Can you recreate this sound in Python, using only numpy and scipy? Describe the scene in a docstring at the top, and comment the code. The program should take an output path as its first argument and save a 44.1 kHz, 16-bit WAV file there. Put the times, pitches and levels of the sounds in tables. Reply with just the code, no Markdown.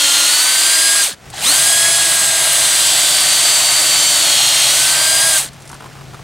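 """Outdoors at an oak log, a cordless drill bores two holes. Each squeeze of the trigger spins the
motor up, the wood drags its speed down, and on release it brakes hard. The motor whines on multiples
of its turning speed, gears and brushes rasp once or more a turn, and the bit scrapes the wood.
The trigger and chuck tick, the bit knocks on the bark, and at the end a hand shifts the log on its
sheet. Behind it all are a soft hiss, a low rumble and a faint engine far away."""
import sys
import numpy as np
from scipy import signal
from scipy.fft import rfft, irfft, next_fast_len
from scipy.io import wavfile
from scipy.ndimage import uniform_filter1d, map_coordinates

SR = 44100
rng = np.random.default_rng(int(sys.argv[2]) if len(sys.argv) > 2 else 0)


def unload_audio(sound):
    """Save the sound as a 16-bit wav file, at the path given as the first command line argument."""
    columns = np.transpose(np.atleast_2d(sound))
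    # keep every value between -1 and 1, then stretch to whole-number steps
    steps = np.round(np.clip(columns, -1, 1) * 32767)
    wavfile.write(sys.argv[1], SR, steps.astype(np.int16))


N = 274743
TIME = np.arange(N) / SR


def amp(db):
    """Turn decibels into a gain."""
    return 10 ** (np.asarray(db) / 20)


def unit(x):
    """Scale a sound to an average (rms) level of 1."""
    return x / np.sqrt(np.mean(x ** 2) + 1e-20)


def along(points, hz):
    """Read between rows of Hz and value, on a pitch-like (log) scale."""
    freqs, values = np.transpose(points)
    return np.interp(np.log(hz + 1), np.log(freqs + 1), values)


def curves(rows):
    """Join timed rows into one curve for each column after the time."""
    seconds, *columns = np.transpose(rows)
    return [np.interp(TIME, seconds, column) for column in columns]


def wobble(rate):
    """A smooth curve through `rate` random values a second."""
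    knots = rng.standard_normal(int(N * rate / SR) + 4)
    coarse = np.arange(0, N + 32, 32)
    return np.interp(np.arange(N), coarse, map_coordinates(knots, [coarse * rate / SR]))


def filtered(x, response):
    """Multiply each frequency in a sound by response(hz)."""
    size = next_fast_len(N + SR // 4)
    return irfft(rfft(x, size) * response(np.fft.rfftfreq(size, 1 / SR)), size)[..., :N]


def coloured(x, colour):
    """Give a sound a tone colour that falls away beyond its ends, at level 1."""
    closed = [(colour[0][0] / 2, -90), *colour, (colour[-1][0] * 2, -90)]
    return unit(filtered(x, lambda hz: amp(along(closed, hz))))


def grit(spread_db):
    """Noise made of tiny impacts of uneven size."""
    return unit(rng.standard_normal(N) * amp(spread_db * np.clip(wobble(1200), -2, 2)))


def bursts(events, colour, rise_s, fade_s):
    """Coloured noise that flares at each event and drops 60 dB in fade_s."""
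    t = np.arange(SR // 8) / SR
    blows = np.zeros(N)
    for start, db in events:
        blows[min(round(start * SR), N - 1)] += amp(db)
    shape = (1 - np.exp(-t / rise_s)) * amp(-60 * t / fade_s)
    noise = signal.fftconvolve(blows, shape)[:N] * rng.standard_normal(N)
    return coloured(noise, colour) * np.sqrt(np.mean(noise ** 2))


# The trigger. Each row is one hole: first squeezed, fully pulled, let go, all in seconds.
TRIGGER = [(-.6, -.5, 1.028), (1.312, 1.412, 5.373)]
# The speed the wood allows in each hole. Each row: time in seconds, turns a second.
FIRST_HOLE = [(0.0, 289.4), (0.078, 280.0), (0.112, 279.2), (0.252, 283.1), (0.326, 294.9), (0.436, 304.2),
              (0.846, 324.2), (0.962, 327.2), (1.02, 319.7)]
SECOND_HOLE = [(1.66, 326.7), (1.7, 329.4), (1.91, 332.9), (2.29, 323.0), (2.4, 323.8), (3.23, 305.9),
               (3.52, 307.7), (3.64, 305.1), (3.81, 307.4), (4.21, 300.0), (4.28, 290.2), (4.35, 290.5),
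               (4.41, 283.1), (4.49, 286.3), (4.59, 280.9), (4.69, 289.5), (4.75, 299.3), (5.01, 315.8),
               (5.28, 326.2), (5.36, 314.4)]
# Three motor speeds in turns a second: labouring, cutting, running free.
WORK_SPEEDS = [274, 307, 327]


def shaft(creep_share=0.29, spin_up_s=0.052, brake_s=0.075, stop_s=0.135, tremble=0.001195):
    """The motor creeps on a light trigger, spins up on a full one, sags in the wood and brakes."""
    speed, load, braking = np.zeros((3, N))
    labouring, _, free = WORK_SPEEDS
    friction = np.exp(-stop_s / brake_s)  # brings the shaft to a full stop after stop_s
    for (squeezed, pulled, released), hole in zip(TRIGGER, (FIRST_HOLE, SECOND_HOLE)):
        allowed, = curves(hole)
        creep = creep_share * np.clip((TIME - squeezed) / (pulled - squeezed), 0, 1)
        rise = 1 - (1 - creep) * np.exp(-np.maximum(TIME - pulled, 0) / spin_up_s)
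        since_release = np.clip(TIME - released, 0, stop_s)
        fall = (np.exp(-since_release / brake_s) - friction) / (1 - friction)
        speed += allowed * rise * fall
        load += rise * fall * (free - allowed) / (free - labouring)
        braking += np.clip(10 * (1 - fall), 0, 1) * (since_release < stop_s)
    speed = np.abs(speed * (1 + tremble * wobble(25)))  # the bit catches fibres
    turns = np.cumsum(speed) / SR
    return speed, turns, load, braking


def turning(speed):
    """1 while the shaft turns, 0 at rest."""
    return np.clip((speed - 6) / 12, 0, 1)


def pace(speed):
    """Speed as a share of the labouring speed, at most 1."""
    return np.clip(speed / WORK_SPEEDS[0], 1e-3, 1)


def surge(speed, from_hz=180, full_hz=235, full_hz_per_s=750):
    """The strain in the last part of a spin-up, from 0 to 1."""
    acceleration = np.gradient(uniform_filter1d(speed, SR // 50)) * SR
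    return np.clip(acceleration / full_hz_per_s, 0, 1) * np.interp(speed, [from_hz, full_hz], [0, 1])


def tone(multiple, turns, strain):
    """A tone at the nearest quarter multiple of the shaft speed; slack, strained gears roughen it."""
    multiple = round(4 * multiple) / 4
    flutter = amp(1.6 * wobble(60))
    slack = (0.14 + 0.16 * strain) * wobble(110)
    return unit(flutter * np.sin(2 * np.pi * (multiple * turns + rng.random()) + slack))


# Tones that stand out. Each row: multiple of the shaft speed, start and end in seconds, boost in dB.
RINGING_TONES = [(11.25, -.1, .22, 10), (1, -.1, .28, 5), (30, .58, .97, 4), (20, .62, .95, 3),
                 (23, 1.65, 1.98, 6), (10, 1.68, 2.07, 9), (30, 1.62, 1.95, 3), (11.25, 2.1, 2.7, 7),
                 (11.25, 2.7, 3.13, 9), (25, 2.85, 4.22, 6), (20, 3.3, 4.15, 5), (11.25, 4.2, 4.7, 9),
                 (20, 4.7, 4.95, 6), (30, 4.92, 5.33, 2), (2, 4.95, 5.37, 5)]


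def ringing_db(multiple, edge_s=0.074):
    """As turning force and grip change, a single tone rings out for a while."""
    boost_db = 0
    for ringing, start, end, db in RINGING_TONES:
        if round(4 * ringing) == round(4 * multiple):
            inside_s = np.minimum(TIME - start, end - TIME)
            boost_db += db * np.clip(inside_s / edge_s + 0.5, 0, 1)
    return boost_db


# The two main tones of the commutator, the motor's spinning contact.
# Each row: time in seconds, level in dB at 5 times the shaft speed, level in dB at 15 times.
COMMUTATOR = [(0, -30, -22.5), (.5, -28.5, -19.5), (.9, -23.5, -21.5), (1.55, -29, -25.5),
              (1.8, -23.5, -24.5), (2.2, -27.5, -32.5), (2.75, -31, -26.5), (3.4, -38, -20.5),
              (4, -37, -19), (4.6, -51, -21.5), (4.8, -28.5, -26), (5.2, -23, -20.5), (5.35, -25, -28)]
# Other tones of the shaft, commutator (multiples of 5) and gear teeth.
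# Each row: multiple of the shaft speed, then relative dB when labouring, cutting and running free.
MOTOR_TONES = [(1, -46, -45.5, -47.5), (2, -44.5, -41.5, -35.5), (3, -41.5, -42.5, -48),
               (9, -50, -39, -32.5), (10, -32, -35.5, -34.5), (10.25, -35, -31.5, -35),
               (11.25, -34.5, -34, -38.5), (12.25, -45, -35, -53), (13, -32, -38, -31),
               (15.97, -43, -37, -35), (18.12, -40, -36, -33.5), (20.07, -29, -31.5, -28),
               (21.96, -48, -36, -38), (22.7, -27, -35, -50), (22.97, -25, -31.5, -27.5),
               (24.1, -43, -33, -27), (25.05, -34, -30, -24), (25.83, -45, -33, -33),
               (26.84, -40, -30, -27), (28.06, -45, -36, -36), (30.05, -44, -31, -25),
               (30.9, -45, -30, -32), (33, -47, -42, -42), (35.1, -39, -36, -38), (39.8, -49, -38, -46)]


def whine(speed, turns, load, braking, duck_db=4, chirp_db=11, grunt_db=-32.5, moan_db=-35):
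    """Tones follow the shaft and fade as it slows; the surge adds a chirp and a grunt."""
    share, surging = pace(speed), surge(speed)
    strain = np.clip(2 * load - 1, 0, 1) + 0.5 * braking
    low_db, high_db = curves(COMMUTATOR)
    low = amp(low_db - duck_db * surging) * (1 - braking) * tone(5, turns, strain)
    high = amp(high_db + chirp_db * surging ** 2) * tone(15, turns, strain)
    others = np.zeros(N)
    for multiple, *levels in MOTOR_TONES:
        level_db = np.interp(speed, WORK_SPEEDS, levels) + ringing_db(multiple) + 2 * wobble(3.99)
        others += amp(level_db) * tone(multiple, turns, strain)
    grunt = amp(grunt_db) * surging * tone(1, turns, strain)  # the drill's body shakes once a turn
    # The braking current makes the commutator moan.
    moan = amp(moan_db) * braking * np.sqrt(share) * tone(5, turns, 4 * strain)
    return turning(speed) * (share ** 2 * (low + high + grunt) + amp(0.5) * share ** 4 * others + moan)


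def rasp_level(law, speed, load, braking, waver_db=0.44):
    """A rasp's strength follows speed, load, brake and surge, and wavers a little."""
    free_db, load_db, slowing_db, brake_db, surge_db = law
    running_db = free_db + load_db * load + slowing_db * np.log10(pace(speed))
    return amp(running_db + brake_db * braking + surge_db * surge(speed) + waver_db * wobble(12))


def swell(turns, beats):
    """Parts press harder and softer as the shaft goes round."""
    return np.exp(sum(depth * np.cos(2 * np.pi * (k * turns + rng.random())) for k, depth in beats))


# Colours of the bit, ringing log, gears and brushes. Each row: frequency in Hz, level in dB.
BIT_COLOUR = [(120, -47), (250, -16), (325, -6), (450, -14), (560, -6), (660, -3), (850, -6), (1100, -0.5),
              (1500, -1), (2100, 3), (2600, -3), (3500, -11)]
LOG_COLOUR = [(420, -23), (580, -2.5), (700, 1), (850, -2.5), (1100, -18)]
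GEAR_COLOUR = [(1700, -32), (2500, -5), (3200, 0), (3600, 0), (4200, 2), (4700, -1.5), (5300, -4),
               (6100, -8), (7500, -2.5)]
BRUSH_COLOUR = [(4800, -21), (6300, -4.5), (7200, -8), (8300, 2.5), (9300, -2.5), (10200, -4),
                (11200, -9.5), (13000, -12), (13900, -13.5), (16000, -19.5)]
# How strongly the log rings under the bit, in relative dB: first hole, second hole.
LOG_RING_DB = [-23, -10.5]
# How gears and brushes pulse. Each row: pulses per turn, depth from 0 to 1.
GEAR_BEATS = [(1, 0.2), (2, 0.11), (2.85, 0.14), (3.7, 0.05), (4.751, 0.03), (5, 0.2)]
BRUSH_BEATS = [(1, 0.13), (2, 0.23), (3, 0.15), (4, 0.08), (5, 0.19), (6, 0.079)]
# Small rises and falls. Each row: time in seconds, gear change in dB, brush change in dB.
RASP_SWING = [(0, 0, 0.5), (.5, -0.5, 0.5), (1, .5, 0), (1.58, .5, 2.5), (1.9, -0.5, -1.5), (2.15, 0, .5),
              (2.3, -2, -1.5), (2.76, 1.2, .8), (3.7, 0.5, 0), (4.58, 0.5, -0.5), (4.75, 0, 1.5),
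              (5.2, 0, 0.5), (5.35, -1.5, 2)]
# Each law, in dB: base level, extra when labouring, loss at a tenth of the labouring speed,
# extra when braking, extra in the surge.
BIT_LAW = (-23, 0.77, 16, -2, 2)
GEAR_LAW = (-17.6, 3, 14.5, -0.3, 0.5)
BRUSH_LAW = (-16, 0.3, 23, 3.5, 1)


def rasp(speed, turns, load, braking, rattle_below_hz=220):
    """The bit scrapes, the log rings, gears grind and brushes hiss; a slow motor also rattles."""
    bit, gear, brush = [rasp_level(law, speed, load, braking) for law in (BIT_LAW, GEAR_LAW, BRUSH_LAW)]
    gear_db, brush_db = curves(RASP_SWING)
    log_db = np.where(TIME < TRIGGER[1][0], *LOG_RING_DB)
    log_ring = amp(log_db) * bit * coloured(grit(spread_db=2), LOG_COLOUR)
    scrape = amp(-1.36) * bit * coloured(grit(spread_db=2), BIT_COLOUR)
    gear_grit = grit(spread_db=1) * swell(turns, GEAR_BEATS)
    grind = amp(gear_db - 1) * gear * coloured(gear_grit, GEAR_COLOUR)
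    brush_grit = grit(spread_db=0.5) * swell(turns, BRUSH_BEATS)
    hiss = amp(brush_db - 1.6) * brush * coloured(brush_grit, BRUSH_COLOUR)
    rattle = amp(-2) * (bit + gear + brush) * housing_rattle(turns)
    slow = 0.32 * np.clip(1 - speed / rattle_below_hz, 0, 1)
    return turning(speed) * ((1 - slow) * (scrape + grind + hiss) + slow * rattle + log_ring)


# The background. Each row: time in seconds, then hiss, rumble and engine levels in dB.
OUTDOOR_LEVELS = [(0, -46.5, -53.5, -72), (1.2, -44.5, -53.5, -62), (1.27, -39, -41, -55.5),
                  (3.3, -41, -47, -47), (5.3, -42, -43.5, -42.5), (5.75, -40, -44, -43),
                  (6.23, -40, -40, -42)]
# Colours of the hiss and the rumble. Each row: frequency in Hz, level in dB.
HISS_COLOUR = [(120, -8.5), (200, -8), (273, -11), (401, -15), (749, -12), (950, -17.5), (1270, -16.5),
               (2210, -19), (7970, -26.5), (14900, -39), (16000, -36)]
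RUMBLE_COLOUR = [(20, -12), (40, -4.5), (58, -6), (72, 2), (88, -5), (110, 2.5), (160, -1.5), (220, -23),
                 (400, -10.5), (800, -46)]


def outdoors(engine_hz=136.6, waver=0.57, throb_db=1.0):
    """Soft hiss, low rumble and a far engine whose note wavers on the air."""
    hiss_db, rumble_db, engine_db = curves(OUTDOOR_LEVELS)
    hiss = amp(hiss_db) * coloured(grit(spread_db=2), HISS_COLOUR)
    rumble = amp(rumble_db) * coloured(rng.standard_normal(N), RUMBLE_COLOUR)
    note = np.sin(2 * np.pi * engine_hz * TIME + waver * wobble(14))
    engine = amp(engine_db) * unit(note * amp(throb_db * wobble(16)))
    return hiss + rumble + engine


# Where the drill's housing rings. Each row: frequency in Hz, width in Hz, relative level in dB.
HOUSING_RINGS = [(765, 480, 5), (1650, 230, 12.5), (3300, 360, 4), (4300, 350, 3.5), (6500, 1200, 0),
                 (8350, 250, -14), (9700, 370, -3)]


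def housing_rattle(turns):
    """Loose gears shake the housing, which rings at its own pitches."""
    def housing(hz):
        return sum((-1) ** k * amp(db) * 1j * hz * width / (centre ** 2 - hz ** 2 + 1j * hz * width)
                   for k, (centre, width, db) in enumerate(HOUSING_RINGS))
    return unit(filtered(grit(spread_db=4) * swell(turns, BRUSH_BEATS), housing))


# The ticks. Each row: start in seconds, relative level in dB.
TICKS = [(1.3004, -25), (5.5308, -32), (5.6012, -36), (5.6196, -32), (5.6531, -32), (5.6745, -29),
         (5.6915, -27), (5.7144, -27), (5.7414, -29)]
# Their bright colour. Each row: frequency in Hz, level in dB.
TICK_COLOUR = [(500, -23), (2000, -11), (4200, -2), (6000, -1), (8500, 2), (10000, 1), (12000, -10),
               (16000, -22)]


def drill_ticks():
    """The trigger and the chuck, which grips the bit, tick lightly."""
    return amp(-6) * bursts(TICKS, TICK_COLOUR, rise_s=0.00091, fade_s=0.056)


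# The knocks. Each row: start in seconds, relative level in dB.
KNOCKS = [(1.334, -27), (1.378, -25), (1.423, -22)]
# Their woody colour. Each row: frequency in Hz, level in dB.
KNOCK_COLOUR = [(400, -30), (650, -8), (780, 4), (880, -5), (1100, -22), (2500, -17)]


def bit_knocks():
    """The bit knocks on the bark as it is set down."""
    return amp(-3) * bursts(KNOCKS, KNOCK_COLOUR, rise_s=0.002, fade_s=0.12)


# The snap. Its row: start in seconds, level in dB.
SNAPS = [(2.532, -7.5)]
# Its very high colour. Each row: frequency in Hz, level in dB.
SNAP_COLOUR = [(10500, -30), (11800, -6), (12400, 0), (13300, -6), (14200, -16), (16000, -18)]


def snap():
    """One sharp, thin snap while the bit cuts."""
    return bursts(SNAPS, SNAP_COLOUR, rise_s=0.0004, fade_s=0.014)


# The crunches. Each row: start in seconds, relative level in dB.
CRUNCHES = [(5.699, -27), (5.713, -31), (5.729, -24), (5.751, -27), (5.805, -23.5), (5.822, -27),
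            (5.841, -26), (5.858, -26), (5.953, -30), (5.97, -33), (5.985, -32), (6.01, -26), (6.133, -28),
            (6.144, -24.5), (6.192, -28)]
# Their dull colour. Each row: frequency in Hz, level in dB.
BARK_COLOUR = [(120, -7), (350, 0.5), (550, -9), (800, -1), (1150, 1.5), (1500, -0.5), (1900, -13),
               (3000, -12), (6000, -24), (10000, -23), (16000, -35)]


def bark_crunch():
    """Rough bark crunches on the sheet as a hand shifts the log."""
    return amp(-4) * bursts(CRUNCHES, BARK_COLOUR, rise_s=0.00053, fade_s=0.051)


# Scattered sound. Each row: frequency in Hz, level in dB against the direct sound.
SCATTER = [(30, -26), (90, -19), (180, -16), (350, -12), (700, -13), (1400, -17), (3000, -20), (6000, -20),
           (9500, -18), (13000, -9)]
# The balance. Each row: frequency in Hz, how much louder the left is in dB.
BALANCE = [(60, .5), (270, 1.5), (740, 2.5), (1220, 1), (2000, 0), (5500, 0), (9000, -.5), (13000, 1.8)]
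# The phase shift. Each row: frequency in Hz, how far the left leads in radians.
LEFT_LEAD = [(30, .05), (90, .25), (180, .55), (340, .95), (650, .7), (1200, .2), (2000, 0), (9500, 0),
             (12600, .9), (15000, .3)]


def stereo(direct, scattered):
    """Sound reaches left and right slightly out of step; scattered sound adds width."""
    def apart(points, hz):
        return np.outer([0.5, -0.5], along(points, hz))
    side = filtered(scattered, lambda hz: amp(along(SCATTER, hz)))
    pair = np.array([direct + side, direct - side])
    return filtered(pair, lambda hz: amp(apart(BALANCE, hz)) * np.exp(1j * apart(LEFT_LEAD, hz)))


def noises(motor):
    """Everything but the whine, with fresh noise on each call."""
    return rasp(*motor) + outdoors() + drill_ticks() + bit_knocks() + snap() + bark_crunch()


def scene():
    """The drill, the log and the outdoors, in stereo."""
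    motor = shaft()
    return stereo(direct=whine(*motor) + noises(motor), scattered=noises(motor))


def record(dry, top_hz=15800):
    """Round off the highest peaks and keep nothing above top_hz."""
    rounded = dry / (1 + np.abs(dry) ** 8) ** (1 / 8)
    return filtered(rounded, lambda hz: hz < top_hz)


dry = scene()
out = record(dry)
unload_audio(out)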